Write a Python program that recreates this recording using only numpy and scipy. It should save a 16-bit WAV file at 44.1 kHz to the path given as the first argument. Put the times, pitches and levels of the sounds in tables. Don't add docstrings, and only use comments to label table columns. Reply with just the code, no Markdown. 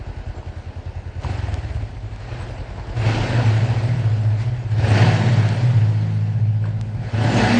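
import sys
import numpy as np
from scipy import signal
from scipy.fft import rfft, irfft, next_fast_len
from scipy.io import wavfile
from scipy.ndimage import uniform_filter1d

SR = 44100
rng = np.random.default_rng(int(sys.argv[2]) if len(sys.argv) > 2 else 0)


def int16_out(signal):
    q = np.round(np.clip(np.atleast_2d(signal).T, -1, 1) * 32767)
    wavfile.write(sys.argv[1], SR, q.astype(np.int16))


N = 334983

# time_s, four-stroke cycles_per_s
ENGINE_SPEED = [(0, 10.1), (1.19, 10.1), (1.24, 15), (1.3, 23.5), (1.41, 22.5), (1.55, 18.5), (1.824, 15.8),
                (1.9, 13), (2.056, 12.2), (2.316, 10.4), (2.94, 10.3), (3.1, 36), (3.4, 30.3), (3.52, 26.7),
                (3.93, 18.5), (4.29, 13.4), (4.7, 11), (4.88, 27), (5.05, 44), (5.4, 35.6), (5.68, 30.3),
                (5.79, 26.7), (6.48, 13.4), (6.98, 10.5), (7.17, 27), (7.3, 40), (7.39, 54.5), (7.5, 59),
                (7.6, 60)]
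# opens_s, shuts_s, opening (0-1)
THROTTLE_TWISTS = [(1.18, 1.26, 0.87), (2.963, 3.103, 0.18), (4.753, 4.986, 1), (7.122, 7.444, 0.91)]
IDLE_HZ = 10.1
OPEN_S, SHUT_S = 0.052, 0.051

LAYER_LEVELS = {"thud": (-35.5, -1, 0.79), "beat": (-33.5, 0.36, 12.5), "bark": (-53, 7.86, 10.3),
                "rush": (-51.5, 8.87, 5), "rasp": (-45.5, 7.09, 5.6)}
# time_s, thud_db, beat_db,
# bark_and_gas_db
ENGINE_REACH = [(0, 0.5, -0.5, 1.5), (1.18, -6, 0, 0), (1.3, 8, 4, -1), (1.5, 8.5, 7.5, -0.5),
                (2.0, -3, -5.5, -3), (2.9, -0.5, -1.5, 5), (3.2, 12, 8.5, 4), (3.6, 8, -6, 3.5),
                (4.2, -8, -4.5, 2), (4.7, -5, 2.5, 2), (4.85, -1, 1, 2.5), (5.1, -7.5, -9, 3),
                (5.8, -2, -3, -3), (6.5, -12, -17.5, -5), (7.0, -3, -2.5, -0.5), (7.22, 0, -4, -1),
                (7.34, -3, -1, -1.5), (7.45, 6, -5, -0.5), (7.6, -7, 1, 2.5)]
# time_s, length_s, rush_db, rasp_db
GAS_SURGES = [(1.238, 0.0083, 6, 4.5), (2.971, 0.0067, 3.5, 4), (2.364, 0.18, 8, 7.5),
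              (2.785, 0.015, -2, 8), (3.394, 0.024, -1, 6.5), (4.427, 0.039, 7, 2.5),
              (4.717, 0.013, 4, -0.5), (6.669, 0.029, 5.5, 8)]

# frequency_hz, relative_db
THUD_BODY = [(10, -52), (28, -19.5), (42, 0), (56, 4), (72, -4), (150, -67.5)]
# frequency_hz, relative_db
BEAT_BODY = [(30, -58.5), (62, -4.5), (90, 9.5), (125, 4.5), (165, -18), (240, -18), (380, -20),
             (1000, -55.5), (3000, -81.5)]
# frequency_hz, relative_db
BARK_BODY = [(60, -75), (130, -5), (235, 3), (330, -5.5), (600, -14.5), (750, -5), (1050, -31.5),
             (2500, -45)]

# frequency_hz, relative_db_per_hz
RUSH_SPECTRUM = [(530, -28.5), (900, -3), (1100, -8.5), (1800, 1.5), (2090, 0), (2990, -4.5), (3600, -9),
                 (4340, -7.5), (8600, -26.5), (9300, -49), (12100, -58.5), (20500, -120)]
# frequency_hz, relative_db_per_hz
FIZZ_SPECTRUM = [(3000, -63.5), (5000, -9.5), (7000, -3.5), (8800, -6.5), (9500, -14)]
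# frequency_hz, relative_db_per_hz
RASP_SPECTRUM = [(60, -44), (150, 3), (300, -1.5), (420, -1.5), (650, -0.5), (900, -3.5), (1150, -11),
                 (1700, -11.5), (2900, -98)]

# time_s, peak_db
PART_TICKS = [(.1993, -56), (1.221, -28), (1.5424, -15), (2.1621, -27.5), (4.6998, -47), (5.4901, -14),
              (6.8128, -17.5)]
# start_s, level_db (before attack and decay), pitch_hz
EXHAUST_POPS = [(0.429, -25, 900), (1.225, -23, 770), (1.247, -14, 960), (1.485, -17, 706),
                (1.769, -22, 690), (2.47, -32, 662), (2.496, -19, 500), (2.557, -24, 660),
                (2.784, -28, 651), (2.796, -25, 850), (6.641, -25, 1570), (6.655, -25.5, 1040),
                (6.669, -30, 659), (6.767, -35, 651), (6.802, -32.5, 880), (6.832, -45, 703)]

# time_s, pitch_hz, level_db, t60_s
WAVE_CROSSINGS = [
    [(1.8, 105, -27, 0.68), (2.08, 106.5, -31.5, 0.63), (2.75, 107.5, -36.5, 2.3),
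     (3.035, 110, -21.5, 0.88), (3.12, 109, -17, 0.62), (3.5, 108.5, -13, 1.26), (3.78, 107.5, -22, 2),
     (4.08, 107, -17, 1.9), (4.29, 106.6, -16.5, 0.98), (4.75, 106, -19, 1.2), (4.93, 104.5, -14.5, 2.64),
     (5.4, 106, -15.5, 1.14), (5.79, 107, -14.5, 2.6), (6.2, 105.5, -20, 2.5), (6.45, 106.3, -17, 2.7),
     (7.18, 108.8, -19, 2.7), (7.46, 106, -23.5, 0.82)],
    [(2.32, 118, -31, 2), (3.015, 119, -21, 0.46), (3.39, 119.5, -14.5, 0.53), (3.64, 122.5, -20, 2.32),
     (3.9, 121, -20.5, 2.46), (4.48, 123, -22, 1.6), (4.82, 122, -21.5, 0.39), (5.04, 120.5, -15.5, 1.1),
     (5.3, 121.5, -15.5, 1.32), (5.67, 122.3, -13, 0.96), (6.2, 120.5, -30, 2), (6.38, 121.5, -23, 1.6),
     (6.74, 122, -29.5, 1.6), (7.0, 123, -28, 2), (7.31, 120.7, -19.5, 1.3)],
    [(3.12, 158.5, -38, 1.6), (3.5, 160.3, -37, 1.5), (3.95, 158.8, -27.5, 0.84), (4.76, 162.5, -35, 3.2),
     (5.06, 160, -20.5, 1.7), (5.38, 160.6, -27, 0.93), (5.75, 160.5, -30.5, 3.9), (6.05, 160.5, -28, 3.2),
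     (6.68, 161.3, -32, 0.72), (7.0, 161.7, -35.5, 1.3), (7.28, 162, -29, 0.76)],
    [(3.25, 209.6, -34.5, 1.5), (4.22, 209.8, -40.5, 1.6), (5.0, 211, -34.5, 3.8), (5.25, 210.7, -27, 1.05),
     (6.05, 210.6, -38.5, 5.5), (6.8, 210.6, -40.5, 3.7), (7.25, 211, -37.5, 2.7)],
]
SWELL_S = 0.065
# pitch_hz, width_hz, relative_db
WALL_RESONANCES = [(201.6, 3.2, 5.5), (237.9, 0.93, 17.5), (264.3, 1.2, 11), (300, 0.81, 1),
                   (317.8, 2.6, 11.5), (358.8, 6.4, 9), (433.3, 1.7, 11), (477.6, 0.83, 13.5),
                   (545, 1.1, 14.5), (588, 2.1, 13.5), (646, 1.7, 12), (734.4, 7.1, 3), (851, 3.3, 9),
                   (968, 11, -5.5), (1481, 21, 7), (1625, 10, 1.5), (2610, 39, -0.5)]
# time_s, gain_db
WALL_GAIN = [(0, 6.5), (2.3, -4), (3.0, 3), (6, 3), (7.6, 10.5)]
# frequency_hz, t60_s
TUNNEL_DECAY = [(60, 3), (500, 3.4), (2000, 0.69), (8000, 2.5)]
# time_s, gain_db
HUM_DIP = [(7.095, 0), (7.106, -20), (7.126, -20), (7.136, 0)]
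# frequency_hz, relative_db_per_hz
RUMBLE_SPECTRUM = [(8, -44.5), (22, -1), (35, 6), (70, -7.5), (150, -18), (400, -51)]
TOP_HZ = 9200


def engine():
    fire = firings(lag=0.235, second_db=0.2, scatter_db=1.8, start=1.12)
    exhaust_db, (rush_db, rasp_db) = layer_levels()
    exhaust = np.zeros(N)
    for db, body in zip(exhaust_db, (THUD_BODY, BEAT_BODY, BARK_BODY)):
        exhaust += amp(db) * unit(filtered(-fire, causal(body)))

    puff_decay = amp(-60 * np.arange(4000) / SR / 0.078)
    puff = unit(signal.fftconvolve(fire, puff_decay)[:N])
    rush = amp(rush_db) * unit((1 + 0.18 * puff) * noise(RUSH_SPECTRUM, patchy_db=1.5))
    fizz = amp(0.96 * rush_db - 20.5) * noise(FIZZ_SPECTRUM, patchy_db=6.5)
    rasp = amp(rasp_db) * unit((1 + 0.074 * puff) * noise(RASP_SPECTRUM, patchy_db=1.1))
    return exhaust, rush + fizz + rasp


def firings(lag, second_db, scatter_db, start):
    speed, = curves(ENGINE_SPEED)
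    turn = np.cumsum(speed) / SR + start
    cycles = np.arange(1, int(turn[-1]))
    size = amp(scatter_db * rng.standard_normal((400, 2)))[:len(cycles)]
    pulses = np.zeros(N)
    pulses[np.searchsorted(turn, cycles)] = size[:, 0]
    pulses[np.searchsorted(turn, cycles - lag)] = size[:, 1] * amp(second_db)
    return pulses / np.sqrt(speed / SR)


def layer_levels():
    t = np.arange(N) / SR
    doublings = np.log2(curves(ENGINE_SPEED)[0] / IDLE_HZ)
    throttle = np.zeros(N)
    for opens, shuts, opening in THROTTLE_TWISTS:
        rise = 1 - np.exp(-np.maximum(t - opens, 0) / OPEN_S)
        fall = np.exp(-np.maximum(t - shuts, 0) / SHUT_S)
        throttle += opening * rise * fall

    db = {}
    for name, (idle, faster, opened) in LAYER_LEVELS.items():
        db[name] = idle + faster * doublings + opened * throttle
    thud_db, beat_db, gas_db = curves(ENGINE_REACH)
    surges = np.zeros((2, N))
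    for s, length, *change_db in GAS_SURGES:
        surges += np.outer(change_db, np.exp(-((t - s) / length) ** 2))
    exhaust_db = [db["thud"] + thud_db, db["beat"] + beat_db, db["bark"] + gas_db]
    return exhaust_db, [db["rush"], db["rasp"]] + gas_db + surges


def small_hits():
    hits, t = np.zeros(N + SR), np.arange(1500) / SR
    spike = np.exp(-(np.arange(-6, 7) / 1.8) ** 2)
    for s, db in PART_TICKS:
        hits[round(s * SR) - 6:][:13] += amp(db) * spike
    attack = 1 - np.exp(-t / 0.0006)
    for s, db, hz in EXHAUST_POPS:
        roughness = 0.3 * uniform_filter1d(rng.standard_normal(len(t)), size=8)
        ring = np.sin(2 * np.pi * hz * t) + roughness
        hits[round(s * SR):][:len(t)] += amp(db - 60 * t / 0.014) * ring * attack
    return hits[:N]


def boom(swells):
    s, hz, db, t60 = np.transpose(swells)[..., None]
    coarse = np.arange(0, N, 64)
    after = coarse / SR - s
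    loss_db = np.where(after < 0, 9 * (after / SWELL_S) ** 2, 60 * after / t60).clip(0, 200)
    power = amp(db - loss_db) ** 2
    total = power.sum(0)
    level = np.interp(np.arange(N), coarse, np.sqrt(total))
    pitch = np.interp(np.arange(N), coarse, (power * hz).sum(0) / total)
    turns = np.cumsum(pitch) / SR + rng.random()
    return np.sqrt(2) * level * np.sin(2 * np.pi * turns)


def standing_waves(x):
    def response(f):
        total = 0
        for centre, width, db in WALL_RESONANCES:
            damping = 1j * f * width
            total = total + amp(db) * damping / (centre ** 2 - f ** 2 + damping)
        return total
    return filtered(x, response)


def reverberation(x):
    hz, t, z = signal.stft(rng.standard_normal(2 * SR), SR, nperseg=1024)
    decay = amp(-60 * t / along(TUNNEL_DECAY, hz)[:, None])
    tail = signal.istft(z * decay, SR, nperseg=1024)[1]
    delayed = np.pad(x, (500, 0))
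    return signal.fftconvolve(delayed, tail / np.linalg.norm(tail))[:N]


def rumble():
    return amp(-49.5) * noise(RUMBLE_SPECTRUM, patchy_db=-0.5)


def noise(spectrum, patchy_db):
    z = signal.stft(rng.standard_normal(N + 512), nperseg=512)[2]
    field = uniform_filter1d(rng.standard_normal(z.shape), 6, 0)
    field = uniform_filter1d(field, 8, 1)
    x = signal.istft(z * amp(patchy_db * unit(field)), nperseg=512)[1][:N]
    return unit(filtered(x, lambda hz: amp(along(spectrum, hz))))


def causal(points):
    def response(hz):
        cepstrum = irfft(np.log(amp(along(points, hz)) + 1e-6))
        cepstrum[1:len(hz) - 1] *= 2
        cepstrum[len(hz):] = 0
        return np.exp(rfft(cepstrum))
    return response


def filtered(x, response):
    m = next_fast_len(N + 4 * SR)
    return irfft(rfft(x, m) * response(np.fft.rfftfreq(m, 1 / SR)), m)[:N]


def along(points, hz):
    f, v = np.transpose(points)
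    return np.interp(np.log(hz + 1), np.log(f + 1), v)


def curves(rows):
    s, *columns = np.transpose(rows)
    return [np.interp(np.arange(N) / SR, s, column) for column in columns]


def amp(db):
    return 10 ** (np.asarray(db) / 20)


def unit(x):
    return x / np.sqrt(np.mean(x ** 2) + 1e-20)


def scene():
    exhaust, gas = engine()
    hits = small_hits()
    booms = sum(boom(swells) for swells in WAVE_CROSSINGS)
    waves = amp(curves(WALL_GAIN)[0]) * standing_waves(exhaust + amp(-10) * gas)
    tail = reverberation(amp(-8) * (exhaust + hits) + amp(-9.5) * gas)
    hum = amp(curves(HUM_DIP)[0]) * (exhaust + booms + waves + tail)
    return (hum + gas + hits + rumble())[None]


def record(dry):
    return filtered(dry[0], lambda hz: 1 / (1 + (hz / TOP_HZ) ** 90))[None]


dry = scene()
out = record(dry)
int16_out(out)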